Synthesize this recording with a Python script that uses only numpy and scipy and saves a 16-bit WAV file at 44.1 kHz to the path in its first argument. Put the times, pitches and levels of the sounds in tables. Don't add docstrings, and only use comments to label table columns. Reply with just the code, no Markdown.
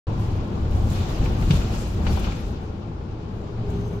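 import sys
import numpy as np
from scipy import signal
from scipy.fft import rfft, irfft
from scipy.io import wavfile

SR = 44100
rng = np.random.default_rng(int(sys.argv[2]) if len(sys.argv) > 2 else 0)


def pcm_store(signal):
    levels = np.round(np.clip(np.atleast_2d(signal), -1, 1) * 32767)
    wavfile.write(sys.argv[1], SR, levels.astype(np.int16).T)


N = 176400
TIME = np.arange(N) / SR
BIN_HZ = np.maximum(np.arange(N // 2 + 1) * SR / N, 1)
BODY_PAN_DB, WHEEL_PAN_DB, FLOOR_PAN_DB = 1.3, 3.5, 0.5


# (time [s], level [dB])
BODY_SHAKE = [(0.09, -24), (0.55, -26), (0.68, -19.5), (1.03, -24.5), (1.06, -41), (1.1, -27),
              (1.17, -32.5), (1.22, -14.5), (1.25, -24.5), (1.53, -19), (1.88, -32), (2.14, -17.5),
              (2.23, -34), (3.22, -31.5), (3.55, -33), (3.72, -28), (3.98, -32.5)]
# (frequency [Hz], relative level [dB])
RUMBLE_SPECTRUM = [(20, -1), (45, -6), (62, 0.5), (85, 1.5), (120, -1), (160, -12.5), (250, -27),
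                   (500, -47)]
# (time [s], level [dB])
BODY_BOOM = [(0.09, -40), (0.64, -37), (0.68, -32.5), (2.27, -25.5), (2.84, -46), (3.96, -39)]

def body():
    (shake_db,), (boom_db,) = in_time(BODY_SHAKE), in_time(BODY_BOOM)
    rumble = from_db(shake_db) * cabin_noise(RUMBLE_SPECTRUM, flutter_db=1.5, flutter_hz=4.7)
    boom = from_db(boom_db) * rough_tone(hz=38, width=19)
    return (rumble + boom) * pan(BODY_PAN_DB)


# (time [s], level [dB])
ROLL_LEVEL = [(0.11, -32.5), (0.42, -33.5), (1.18, -31.5), (1.32, -30.5), (1.96, -34.5), (2.09, -28),
              (2.15, -33), (2.3, -31.5), (2.31, -35.5), (3.04, -38.5), (3.53, -37), (3.81, -36),
              (3.98, -36)]
# (frequency [Hz], relative level [dB])
ROAR_SPECTRUM = [(90, -23), (160, 3), (230, 0), (275, -5), (440, -7), (570, -12), (850, -13), (1200, -19),
                 (1850, -29.5), (2700, -31.5), (4500, -37.5), (7200, -51), (8600, -54.5), (12000, -71)]
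# (frequency [Hz], nominal width [Hz], level against ROLL_LEVEL [dB])
PANEL_MODES = [(94.9, 7.8, -6.5), (204.3, 7, -12), (328, 26, -8.5)]

def rolling():
    roll_db, = in_time(ROLL_LEVEL)
    roar = cabin_noise(ROAR_SPECTRUM, flutter_db=1, flutter_hz=18)
    roar_gain = from_db(2 + .5 * drift(22))
    boom = sum(from_db(db) * rough_tone(hz, width) for hz, width, db in PANEL_MODES)
    return from_db(roll_db) * (roar_gain * roar * pan(WHEEL_PAN_DB) + boom * pan(FLOOR_PAN_DB))


# (time [s], level [dB], frequency [Hz])
BOGIE_JOLTS = [(1.205, -22, 70), (1.501, -15.5, 152), (1.533, -12.5, 65), (2.08, -24, 48.3),
               (2.118, -16, 61.4), (2.499, -25, 54.3)]

def thumps():
    booms = sum(from_db(db) * blow(s, rise=.0048, fall=.024) * rough_tone(hz, width=21.7)
                for s, db, hz in BOGIE_JOLTS)
    return booms * pan(BODY_PAN_DB)


# (time [s], level before dulling [dB], left over right [dB], resonance [Hz])
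RAIL_JOINTS = [(1.256, -34.5, 3, 2270), (1.421, -38, 4, 2230), (1.5052, -24.5, 3.5, 3300),
               (1.533, -29, 0, 596), (1.551, -39, 21, 4170), (2.0647, -27.5, 6, 2450),
               (2.171, -27.5, 6, 616), (2.241, -35, 2, 2670), (2.266, -33.5, 1, 1000),
               (2.319, -38.5, 0, 2400)]
# (frequency [Hz], relative level [dB])
KNOCK_SPECTRUM = [(100, -5), (250, 18), (600, 11), (1150, 9), (1900, 0), (2700, 10), (3900, -16), (4550, 5),
                  (5000, -14), (7000, -21), (9000, -34)]

def joints():
    knock = cabin_noise(KNOCK_SPECTRUM, flutter_db=1, flutter_hz=20)
    white = rng.standard_normal((2, N))
    clacks, force = 0, 0
    for s, db, pan_db, hz in RAIL_JOINTS:
        strength = from_db(db) * pan(pan_db)
        crack = blow(s, rise=.003, fall=.009)
        cabin_tail = from_db(-19) * blow(s, rise=.009, fall=.098)
        bite = from_db(-2.5) * unit_rms(resonate(white, hz, width=hz / 3))
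        dulling = signal.butter(2, 2.2 * hz, fs=SR, output="sos")
        clacks = clacks + strength * np.hypot(crack, cabin_tail) * signal.sosfilt(dulling, knock + bite)
        force = force + strength * crack
    ringing = from_db(-12) * np.std(clacks) * wheel_ring(force * white)
    return clacks + ringing


# (frequency [Hz], relative level [dB])
WHEEL_RESONANCES = [(1209, -10), (1356, 5), (1661, 0), (2355, 0), (2735, 0.5), (3522, 4), (3772, -7),
                    (4565, -18), (5035, -5.5), (5579, -6), (5808, -12)]

def wheel_ring(force, t60_s=0.4):
    width = np.log(1000) / np.pi / t60_s
    return unit_rms(sum(from_db(db) * resonate(force, hz, width) for hz, db in WHEEL_RESONANCES))


# (time [s], level [dB], left over right [dB])
GRIND_LEVEL = [(0.09, -52.5, 0), (0.26, -49, 0.5), (0.52, -53.5, 2), (0.88, -49, 0), (0.96, -40.5, 1.5),
               (1.45, -46, 1), (1.54, -38, 1.5), (1.71, -43.5, 2), (1.75, -40, 2.5), (1.89, -46.5, 1),
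               (1.98, -48, 3), (2.055, -47, 9), (2.09, -40.5, 3), (2.22, -42, 6), (2.27, -42, 5),
               (2.38, -45, 5), (2.53, -52, 6), (2.87, -60, 8), (3.64, -56, 7), (3.72, -52.5, 4),
               (3.98, -58.5, 8)]
# (frequency [Hz], relative level [dB])
GRIND_SPECTRUM = [(300, -41), (700, -20), (1200, 10), (1900, 4.5), (2600, 8), (4300, 5), (5100, 2),
                  (7500, -4.5), (8600, -42), (12000, -40)]
# (time [s], level [dB])
HISS_LEVEL = [(0.16, -70), (0.2, -58.5), (0.47, -69), (0.68, -62.5), (0.76, -55.5), (0.88, -59),
              (0.94, -49), (1.0, -53.5), (1.12, -53), (1.19, -55), (1.27, -53), (1.31, -60.5),
              (1.56, -46.5), (1.69, -54.5), (1.74, -50.5), (2.05, -60), (2.12, -49), (2.34, -58.5),
              (2.45, -58.5), (2.54, -67.5), (2.82, -78.5), (3.24, -80), (3.34, -72), (3.64, -77),
              (3.72, -62.5), (3.98, -68)]
# (frequency [Hz], relative level [dB])
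HISS_SPECTRUM = [(3500, -16), (6000, 1.5), (7700, 0.5), (8900, -8), (10500, -4), (12500, -3.5), (14000, -8),
                 (16000, -10.5)]
# (time [s], level [dB])
FLANGE_CATCHES = [(0.193, -60), (.9, -50), (1.255, -56), (1.55, -56), (1.82, -55), (3.7, -55)]

def flanges():
    (grind_db, pan_db), (hiss_db,) = in_time(GRIND_LEVEL), in_time(HISS_LEVEL)
    judder = drift(48)
    rubbed = from_db(-16) * wheel_ring(rng.standard_normal((2, N)))
    friction = cabin_noise(GRIND_SPECTRUM, flutter_db=1.6, flutter_hz=14)
    grind = from_db(grind_db + .27 * judder) * (friction + rubbed)
    scrapes = sum(from_db(db) * blow(s, rise=.003, fall=.011) for s, db in FLANGE_CATCHES)
    sliding = from_db(hiss_db + .5 + .83 * judder) * np.hypot(1, grit())
    hiss = np.hypot(sliding, scrapes) * cabin_noise(HISS_SPECTRUM, flutter_db=2.4, flutter_hz=14)
    return grind * pan(pan_db) + hiss


def grit(ticks_per_s=26, tick_db=-1, spread_db=5, fall_s=.005):
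    hits = rng.random(N) < ticks_per_s / SR
    sizes = from_db(tick_db + spread_db * np.clip(rng.standard_normal(N), -2, 2))
    return signal.lfilter([1], [1, -np.exp(-1 / (fall_s * SR))], hits * sizes + 1e-18)


# (time [s], fall [s], frequency [Hz], nominal width [Hz], level [dB])
WHEEL_SLIPS = [(0.069, 0.3, 1030, 53, -43), (1.77, 0.069, 7340, 1000, -49), (2.066, 0.04, 4580, 18, -46),
               (2.098, .035, 5577, 22, -47), (2.118, .04, 5033, 25, -52)]

def groans():
    tones = sum(from_db(db) * blow(s, rise=.015, fall=fall) * rough_tone(hz, width)
                for s, fall, hz, width, db in WHEEL_SLIPS)
    return tones * pan(WHEEL_PAN_DB)


# (time [s], level [dB])
DRIVE_LEVEL = [(0, -58), (2.4, -43.5), (3.1, -49), (3.8, -33.5), (4, -38)]
# (frequency [Hz], nominal width [Hz], level against DRIVE_LEVEL [dB])
MOTOR_TONES = [(111.84, 3.9, 4), (179, 18, -4.5), (405, 10, -5.5), (434.2, 8.6, -11.5)]

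def drive():
    drive_db, = in_time(DRIVE_LEVEL)
    hum = sum(from_db(db) * rough_tone(hz, width) for hz, width, db in MOTOR_TONES)
    return from_db(drive_db) * hum * pan(FLOOR_PAN_DB)


# (middle time [s], whistle level [dB], overtone level [dB])
SQUEAL_SWELLS = [(2.5, -67, -80), (2.655, -71, -81), (2.725, -74, -90), (3.765, -66, -80),
                 (3.86, -61.5, -76), (3.955, -66, -73)]
# (frequency [Hz], relative level [dB])
OVERTONES = [(11719, -3), (12785, -2)]

def squeal(whistle_hz=6164, swell_s=.1):
    whistle = wavering_tone(whistle_hz)
    overtones = sum(from_db(db) * wavering_tone(hz) for hz, db in OVERTONES)
    singing = 0
    for s, whistle_db, overtone_db in SQUEAL_SWELLS:
        swell = np.cos(np.pi * np.clip((TIME - s) / swell_s, -.5, .5))
        singing = singing + swell * (from_db(whistle_db) * whistle + from_db(overtone_db) * overtones)
    return singing


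def reflections(count=12, span_s=.008, echo_db=-8, above_hz=550):
    taps = np.zeros((2, N))
    for side in taps:
        delays = (rng.uniform(.04, 1, count) * span_s * SR).astype(int)
        side[delays] = rng.choice([-1, 1], count)
    return 1 + from_db(echo_db) / np.sqrt(count) * rfft(taps) * BIN_HZ / (BIN_HZ + above_hz)


# (frequency [Hz], correlation [-1 to 1])
CABIN_LIKENESS = [(60, 0.96), (150, 1), (260, 1), (400, 0.66), (600, 0.63), (1000, -0.2), (2000, -0.059),
                  (12000, 0)]

def stereo(mid, side, hz):
    alike = np.clip(at_hz(CABIN_LIKENESS, hz), -.99, .995)
    return np.sqrt(1 + alike) * mid + np.sqrt(1 - alike) * side * np.array([[1], [-1]])


def cabin_noise(colour, flutter_db, flutter_hz):
    white = stereo(*rfft(rng.standard_normal((2, N))), BIN_HZ)
    low_cut = np.minimum(BIN_HZ / colour[0][0], 1) ** 2
    high_cut = np.minimum(colour[-1][0] / BIN_HZ, 1) ** 4
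    spectrum = white * from_db(at_hz(colour, BIN_HZ)) * reflections() * low_cut * high_cut
    half_octave = np.clip(2 * np.log2(BIN_HZ / 30), 0, 18)
    bands = (irfft(spectrum * np.maximum(1 - abs(half_octave - k), 0), N) for k in range(19))
    return unit_rms(sum(band * from_db(flutter_db * drift(flutter_hz)) for band in bands))


def rough_tone(hz, width):
    once = resonate(rng.standard_normal((2, N)), hz, 2 * width)
    return unit_rms(stereo(*resonate(once, hz, 2 * width), hz))


def wavering_tone(hz, wander_hz=8.5, waver_db=1):
    phase = 2 * np.pi * np.cumsum(hz + wander_hz * drift(25)) / SR
    sides = [np.sin(phase + .5 * drift(3.3)) * from_db(waver_db * drift(14)) for _ in range(2)]
    return unit_rms(np.array(sides))


def blow(s, rise, fall):
    age = np.maximum(TIME - s, 0)
    return np.minimum(age / rise, 1) * np.exp(-np.maximum(age - rise, 0) / fall)


def resonate(x, hz, width):
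    r = np.exp(-np.pi * width / SR)
    feedback = [1, -2 * r * np.cos(2 * np.pi * hz / SR), r * r]
    return signal.lfilter(np.array([1, 0, -1]) * (1 - r * r) / 2, feedback, x + 1e-18)


def drift(rate_hz):
    step, settle = 40, 2000
    r = np.exp(-2 * np.pi * rate_hz * step / SR)
    slow = signal.lfilter([1], [1, -2 * r, r * r], rng.standard_normal(N // step + settle + 2))[settle:]
    return np.interp(np.arange(N) / step, np.arange(len(slow)), unit_rms(slow))


def pan(db):
    gains = from_db(np.array([[.5], [-.5]]) * db)
    return gains / np.sqrt(np.mean(gains ** 2, axis=0))


def in_time(rows):
    times, *columns = np.transpose(rows)
    return [np.interp(TIME, times, column) for column in columns]


def at_hz(points, hz):
    frequencies, values = np.transpose(points)
    return np.interp(np.log(hz), np.log(frequencies), values)


def from_db(db):
    return 10 ** (np.asarray(db) / 20)


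def unit_rms(x):
    return x / np.sqrt(np.mean(x ** 2) + 1e-20)


def scene():
    return body() + rolling() + thumps() + joints() + flanges() + groans() + drive() + squeal()


def record(dry):
    start_s, cutoff_hz = .069, 15750
    gate = np.clip(np.minimum((TIME - start_s) / .001, (TIME[-1] - TIME) / .006), 0, 1)
    return signal.sosfilt(signal.ellip(12, .1, 80, cutoff_hz, fs=SR, output="sos"), dry * gate)


dry = scene()
out = record(dry)
pcm_store(out)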